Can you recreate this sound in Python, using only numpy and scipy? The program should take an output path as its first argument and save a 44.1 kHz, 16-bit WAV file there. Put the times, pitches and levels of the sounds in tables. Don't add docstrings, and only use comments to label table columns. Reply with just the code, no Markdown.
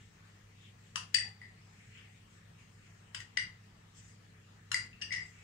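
import sys
import numpy as np
from scipy import signal
from scipy.fft import rfft, irfft
from scipy.io import wavfile
from scipy.ndimage import uniform_filter1d

SR = 44100
rng = np.random.default_rng(int(sys.argv[2]) if len(sys.argv) > 2 else 0)


def store_pcm(level_fs):
    pcm = np.round(np.clip(level_fs, -1, 1) * 32767).astype(np.int16)
    wavfile.write(sys.argv[1], SR, np.atleast_2d(pcm).T)


def convert_level_to_amplitude(level_db):
    exponent = np.asarray(level_db, float) / 20
    return 10 ** exponent


N = 239769

# start_s, first_ring_db, first_ring_hz, second_ring_hz, second_over_first_db
RIM_BLOWS = [(1.1453, -29, 1950, 4688, 8), (1.1453, -29.5, 1793, 4640, -14), (1.1842, -30, 1950, 4800, -30),
             (1.2214, -42, 2015, 4600, -12.5), (1.4155, -42.5, 1970, 4770, -17),
             (3.1472, -43.5, 1936, 4860, 0), (3.2031, -41.5, 1905, 4940, -18),
             (3.3732, -22.5, 1990, 4766, -11.5), (4.7436, -23, 1994, 4774, -7),
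             (4.7805, -60, 1970, 4850, -16), (5.0144, -41.5, 1760, 4650, -5),
             (5.022, -35.5, 1753, 4840, -2), (5.1198, -28, 2196, 4900, -9.5)]
# t60_s, twin_pitch_factor, twin_level_db
GLASS_MODES = [(0.029, 1.035, -7.5), (0.044, 1.014, -9.5), (0.022, 1.1, -12)]
# start_s, swell_s, fade_s, peak_db, first_ring_hz
CHATTERS = [
    (1.423, 0.016, .025, -49, 1935),
    (5.1063, 0.044, .06, -29.5, 1998),
]
# start_s, level_db at 2.8 kHz, then over it thud_db, clack_db, edge_db
SPOON_BLOWS = [(0.9576, -35.5, 6, 2, -0.5), (0.971, -62, -30, -30, -8), (1.1429, -26, -18, -3, -5.5),
               (3.1467, -32, -7, -14, -10), (3.176, -54, -23, 2, -12), (3.2026, -46.5, -14, -1, -0.5),
               (3.371, -29, -13.5, -7.5, -23), (4.7162, -33.5, -2, -4.5, -1.5), (4.7253, -54, -15, -3, -4),
               (4.742, -44, 3, 13, 11.5), (4.759, -63, -6, -15, 1), (4.9301, -56, -22, -20.5, -24),
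               (5.014, -39, -11, 6.5, -7), (5.0193, -26, -21, -42, -25), (5.1235, -34, -9, 4.5, -12),
               (5.1353, -35, -8, -19, -8), (5.1485, -41, -6, -13, -18)]
# level, thud, clack, edge, top [pitch_hz]
COLOUR_HZ = [2800, 1200, 5600, 7300, 10500]
# pitch_hz, level_db
CRACK = [(650, -40), (950, -4), (1500, -3), (2100, -7), (3000, -3), (4200, -6), (8500, -3), (9200, -8),
         (13000, -12), (14000, -45)]
# start_s, level_db
TICK = (1.1433, -20.5)
# (pitch_hz, level_over_blow_db)
GRIPS = [
    (.9, [(1222, -7), (2790, 5), (2950, 1.5), (4790, -1), (5780, -3), (7120, -4.5), (9300, -2.5)]),
    (1.1, [(2570, -1), (2980, -2), (3420, -13), (5670, -5), (6560, -14), (6940, -12), (7320, -10.5)]),
    (3.1, [(1675, -7), (2814, -6.5), (2920, -9), (5450, -9.5), (7700, -12)]),
    (3.3, [(1507, -13.5), (2870, -4.5), (3650, -34), (5760, -6.5), (7050, -15)]),
    (4.7, [(1430, 3.5), (1710, -3), (2810, 5.5), (4090, 1.5), (5370, 0), (7110, -2.5), (10530, -8)]),
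    (4.735, [(1410, -6), (3030, -7), (4200, 1), (5400, -2), (6870, -0.5), (7440, -8), (8380, 7), (10750, -12.5), (12400, -18)]),
    (4.9, [(2640, -1)]),
    (5.0, [(2782, 2), (5450, -5.5), (5750, -5)]),
    (5.1, [(2770, -1), (5550, -1), (5800, 0), (7000, -8.5), (12700, -27)]),
]
# start_s, level_db, pitch_hz
KNOCKS = [
    (1.244, -60, 817),
    (1.274, -62, 806),
    (1.508, -67, 724),
    (1.68, -67, 830),
    (2.091, -68, 783),
    (4.93, -55, 2670),
    (4.95, -58, 2720),
]
# delay_s, level_db
ECHOES = [(.0011, -11), (.0019, -11), (.0031, -10), (.0047, -11), (.0085, -10), (.013, -9), (.019, -12)]
# pitch_hz, t60_s
KITCHEN_T60 = [(500, 0.46), (1000, 0.37), (2000, 0.34), (4500, 0.32), (8000, 0.27), (14000, 0.21)]
# middle_s, half_length_s, rub_db, hiss_db, rub_centre_hz
MOVES = [(0.0, 0.14, -81, -81.5, 3020), (0.316, 0.16, -79.5, -85.5, 2000),
         (0.648, 0.073, -70.5, -82.5, 2970), (0.875, 0.091, -85, -81, 2360), (1.82, 0.2, -75, -79, 2370),
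         (1.992, 0.076, -66.5, -84, 2440), (2.12, 0.14, -77.5, -84.5, 2500), (2.35, .07, -83, -80.5, 2240),
         (2.617, 0.04, -74.5, -79.5, 2400), (2.864, 0.21, -77.5, -82, 2150),
         (3.988, 0.042, -82, -71.5, 2420), (4.074, 0.099, -82, -74, 2200), (4.406, 0.13, -85, -99, 1800),
         (5.297, 0.15, -78, -76.5, 2460), (5.44, 0.066, -66.5, -78, 2430)]
# rub_db, hiss_db, rub_centre_hz
REST = (-85, -87, 2600)
# centre_hz, width_hz, level_db
HISS = [(5600, 1200, -1.5), (7430, 1140, 3.5)]
# pitch_hz, level_db (rms), waver_width_hz
HUM = [(100.8, -61.5, 6), (166.2, -69, 2.8), (200.2, -75, 4.5), (301.5, -83.5, 5.9), (437, -84, 12)]
# pitch_hz, level_db (per Hz)
RUMBLE = [(12, -42), (25, -25.5), (38, -18), (50, -12.5), (62, -15), (80, -18.5), (120, -7), (150, -16.5),
          (200, -16), (250, -19), (275, -28.5), (440, -24.5), (600, -31), (800, -78)]
# pitch_hz, level_db (per Hz)
AIR = [(290, -19), (500, -12), (698, -2.5), (1130, -3), (1230, -0.5), (1550, -4.5), (1790, 0.5),
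       (2570, -5.5), (4340, -9.5), (7000, -15), (10200, -21.5), (14500, -26.5), (16000, -20.5)]
# pitch_hz, likeness (share)
SAME = [(25, .995), (60, 0.9), (130, 1), (290, 0.68), (600, 0.37), (3000, 0.05), (15000, 0.12)]
# pitch_hz, level_db
LEFT_DB = [(60, -1.5), (150, 0), (380, 4), (950, 4.5), (2380, 4.0), (5980, 5), (15000, -1.5)]

LAG = 26
ALL_ROUND_HZ = 330
SLIDE_FROM_S = 5.0
THIRD_RING, THIRD_DB = 1.74, -4
SECOND_RING, SECOND_DB = 2.47, -17
CHATTER_THIRD_DB = -9
CHATTER_GAP_S, SWELL_DB, FADE_DB_PER_S = 0.0069, -1.5, 162
ROCK, ROCK_HZ, UNEVEN = 0.034, 47.05, 0.4
HELD_T60_S = 0.019
TOP_DB = -13
DENSE = 0.6
RUB_WIDTH = 0.35
RUMBLE_DB, AIR_DB, AIR_TOP_HZ = -63, -69, 15700


def evened(x):
    return x / np.sqrt(np.mean(x ** 2) + 1e-20)


def read(points, hz):
    f, value = np.transpose(sorted(points))
    return np.interp(np.log(hz + 1), np.log(f + 1), value)


def add(mix, s, sound):
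    part = mix[round(s * SR):][:len(sound)]
    part += sound[:len(part)]


def ring(hz, db, t60, rise_s):
    t = np.arange(SR // 5) / SR
    decay = convert_level_to_amplitude(db - 60 * t / max(t60, 0.005))
    return decay * np.sin(2 * np.pi * hz * t) * (1 - np.exp(-t / rise_s))


def contacts():
    rows = [(*blow, THIRD_DB) for blow in RIM_BLOWS]
    for start, swell_s, fade_s, peak_db, hz in CHATTERS:
        for t in np.arange(0, swell_s + fade_s, CHATTER_GAP_S):
            swell_db = min(SWELL_DB * (1 - t / swell_s), 0)
            db = peak_db + swell_db - FADE_DB_PER_S * max(t - swell_s, 0)
            rock = np.sin(2 * np.pi * ROCK_HZ * t)
            s = start + t + UNEVEN * rock * CHATTER_GAP_S
            rows.append((s, db, hz * (1 + ROCK * rock), SECOND_RING * hz, SECOND_DB, CHATTER_THIRD_DB))
    return rows


def glass():
    out = np.zeros(N)
    for s, db, first_hz, second_hz, second_db, third_db in contacts():
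        rise_s = 0.004 if s > SLIDE_FROM_S else 0.0012
        modes = [(first_hz, db),
                 (second_hz, db + second_db),
                 (THIRD_RING * second_hz, db + second_db + third_db)]
        for (hz, mode_db), (t60, split, twin_db) in zip(modes, GLASS_MODES):
            twin = ring(hz * split, mode_db + twin_db, t60, rise_s)
            add(out, s, ring(hz, mode_db, t60, rise_s) + twin)
    damped = signal.butter(6, 9300, fs=SR, output="sos")
    return convert_level_to_amplitude(-1.5) * signal.sosfilt(damped, out)


def spoon():
    out = np.zeros(N)
    t, hz = np.arange(1024) / SR, np.fft.rfftfreq(1024, 1 / SR)
    noises = rng.standard_normal((len(SPOON_BLOWS), 1024))
    for (s, db, *rel_db), noise in zip(SPOON_BLOWS, noises):
        rise_s = 0.004 if s > SLIDE_FROM_S else 0.001
        modes = [modes for start, modes in GRIPS if start < s][-1]
        for f, mode_db in modes:
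            add(out, s, ring(f, db + mode_db - 0.5, HELD_T60_S, rise_s))
        levels = [db, *(db + np.array(rel_db)), db + rel_db[-1] + TOP_DB]
        colour = list(zip(COLOUR_HZ, levels))
        crack = convert_level_to_amplitude(-60 * t / 0.022) * noise * (1 - np.exp(-t / rise_s))
        crack = np.roll(crack, 64)
        z = rfft(crack)
        z = z * (np.linalg.norm(crack) / (abs(z) + 1e-9)) ** DENSE
        add(out, s - 64 / SR, irfft(z * convert_level_to_amplitude(10.0 + read(colour, hz) + read(CRACK, hz))))
    return out


def knocks():
    out = np.zeros(N)
    for s, db, hz in KNOCKS:
        add(out, s, ring(hz, db + 7.5, 0.025, 0.0014))
    return out


def kitchen(x):
    taps = np.zeros((2, SR // 2))
    jitter = rng.integers(0, 20, (2, (SR // 2 - 301) // 20))
    at = np.arange(300, SR // 2 - 20, 20) + jitter
    np.put_along_axis(taps, at, rng.choice([-1., 1.], at.shape), 1)
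    hz, t, z = signal.stft(taps, SR, nperseg=256)
    decay = convert_level_to_amplitude(-60 * t / read(KITCHEN_T60, hz)[:, None])
    tail = signal.istft(z * decay, SR, nperseg=256)[1]
    tail *= convert_level_to_amplitude(4.5) / np.linalg.norm(tail[0])
    for (s, db), spread in zip(ECHOES, rng.uniform(-1, 1, (len(ECHOES), 4))):
        delay = np.round(s * SR * (1 + 0.15 * spread[:2])).astype(int)
        tail[[0, 1], delay] += convert_level_to_amplitude(db) * np.sign(spread[2:])
    nearer_db = [[2.2], [-2.2]]
    return signal.fftconvolve(x[None], tail * convert_level_to_amplitude(nearer_db), axes=1)[:, :N]


def noise_pair(magnitude, patchy_db, size=1024):
    hop = size // 4
    frames, hz = N // hop + 5, np.fft.rfftfreq(size, 1 / SR)
    a, b, c, d, patches = rng.standard_normal((frames, len(hz), 5)).T
    patches = uniform_filter1d(patches, 14, 0)
    patches = evened(uniform_filter1d(patches, 12 * 1024 // size, 1))
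    same = np.clip(read(SAME, hz), -1, 1)[:, None]
    lead = 2 * np.pi * hz * LAG / SR / (1 + (ALL_ROUND_HZ / (hz + 1)) ** 4)
    left = a + 1j * b
    right = same * left + np.sqrt(1 - same ** 2) * (c + 1j * d)
    right = right * np.exp(-1j * lead)[:, None]
    half = convert_level_to_amplitude(read(LEFT_DB, hz)[:, None] / 2)
    z = np.array([left * half, right / half]) * convert_level_to_amplitude(patchy_db * patches)
    z *= magnitude(hz[:, None], np.arange(frames) * hop / SR)
    return signal.istft(z, nperseg=size, noverlap=size - hop)[1][:, :N]


def rustle():
    def band(hz, bumps):
        shape = sum(convert_level_to_amplitude(db) * np.exp(-((hz - f) / width) ** 2) for f, width, db in bumps)
        return shape / np.linalg.norm(shape, axis=0)

    def magnitude(hz, t):
        swells = [(np.exp(-((t - s) / half_s) ** 2), *move) for s, half_s, *move in MOVES]
        swells.append((np.ones_like(t), *REST))
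        power = 0
        for swell, rub_db, hiss_db, f in swells:
            rub = convert_level_to_amplitude(rub_db) * band(hz, [(f, RUB_WIDTH * f, 0)])
            hiss = convert_level_to_amplitude(hiss_db) * band(hz, HISS)
            power = power + swell ** 2 * (rub + hiss) ** 2
        return np.sqrt(power)

    return convert_level_to_amplitude(10.0) * noise_pair(magnitude, patchy_db=3.0)


def fridge():
    t, out = np.arange(N) / SR, np.zeros(N)
    for hz, db, width in HUM:
        drift = rng.standard_normal((N // 64 + 2, 2)) @ [1, 1j]
        pole = np.exp(-np.pi * abs(width) * 64 / SR)
        drift = signal.lfilter([1], [1, -pole], drift)
        drift = np.repeat(drift / np.sqrt(np.mean(abs(drift) ** 2)), 64)[:N]
        line = ((1 + 0.3 * drift) * np.exp(2j * np.pi * hz * t)).real
        out += convert_level_to_amplitude(db) * evened(line)
    return signal.oaconvolve(out, np.hanning(48) / 21.9, "same")


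def room_tone():
    rumble = noise_pair(lambda hz, t: convert_level_to_amplitude(read(RUMBLE, hz)), patchy_db=1.0, size=4096)
    air = noise_pair(lambda hz, t: convert_level_to_amplitude(read(AIR, hz)) * (hz < AIR_TOP_HZ), patchy_db=2.4)
    return convert_level_to_amplitude(RUMBLE_DB) * evened(rumble) + convert_level_to_amplitude(AIR_DB + 3.5) * evened(air)


def scene():
    dish = convert_level_to_amplitude(-2.0) * (glass() + spoon() + knocks())
    shadow_db = -7
    direct = convert_level_to_amplitude(9.5) * np.array([dish, convert_level_to_amplitude(shadow_db) * np.roll(dish, LAG)])
    tick_s, tick_db = TICK
    add(direct[0], tick_s, convert_level_to_amplitude(tick_db) * np.array([1., -1.]))
    return direct + kitchen(dish) + rustle() + fridge() + room_tone()


def low_pass(x):
    return signal.sosfilt(signal.butter(12, 16850, fs=SR, output="sos"), x)


def record(dry):
    treble = np.diff(dry, prepend=0)
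    power = uniform_filter1d((treble ** 2).mean(0), 900)
    level_db = 10 * np.log10(abs(power) + 1e-14)
    opened = 1 / (1 + np.exp(-(level_db + 61.5) / 1.6))
    mix = dry * convert_level_to_amplitude(3.44 * opened - 1.0)
    return low_pass(mix)


dry = scene()
out = record(dry)
store_pcm(out)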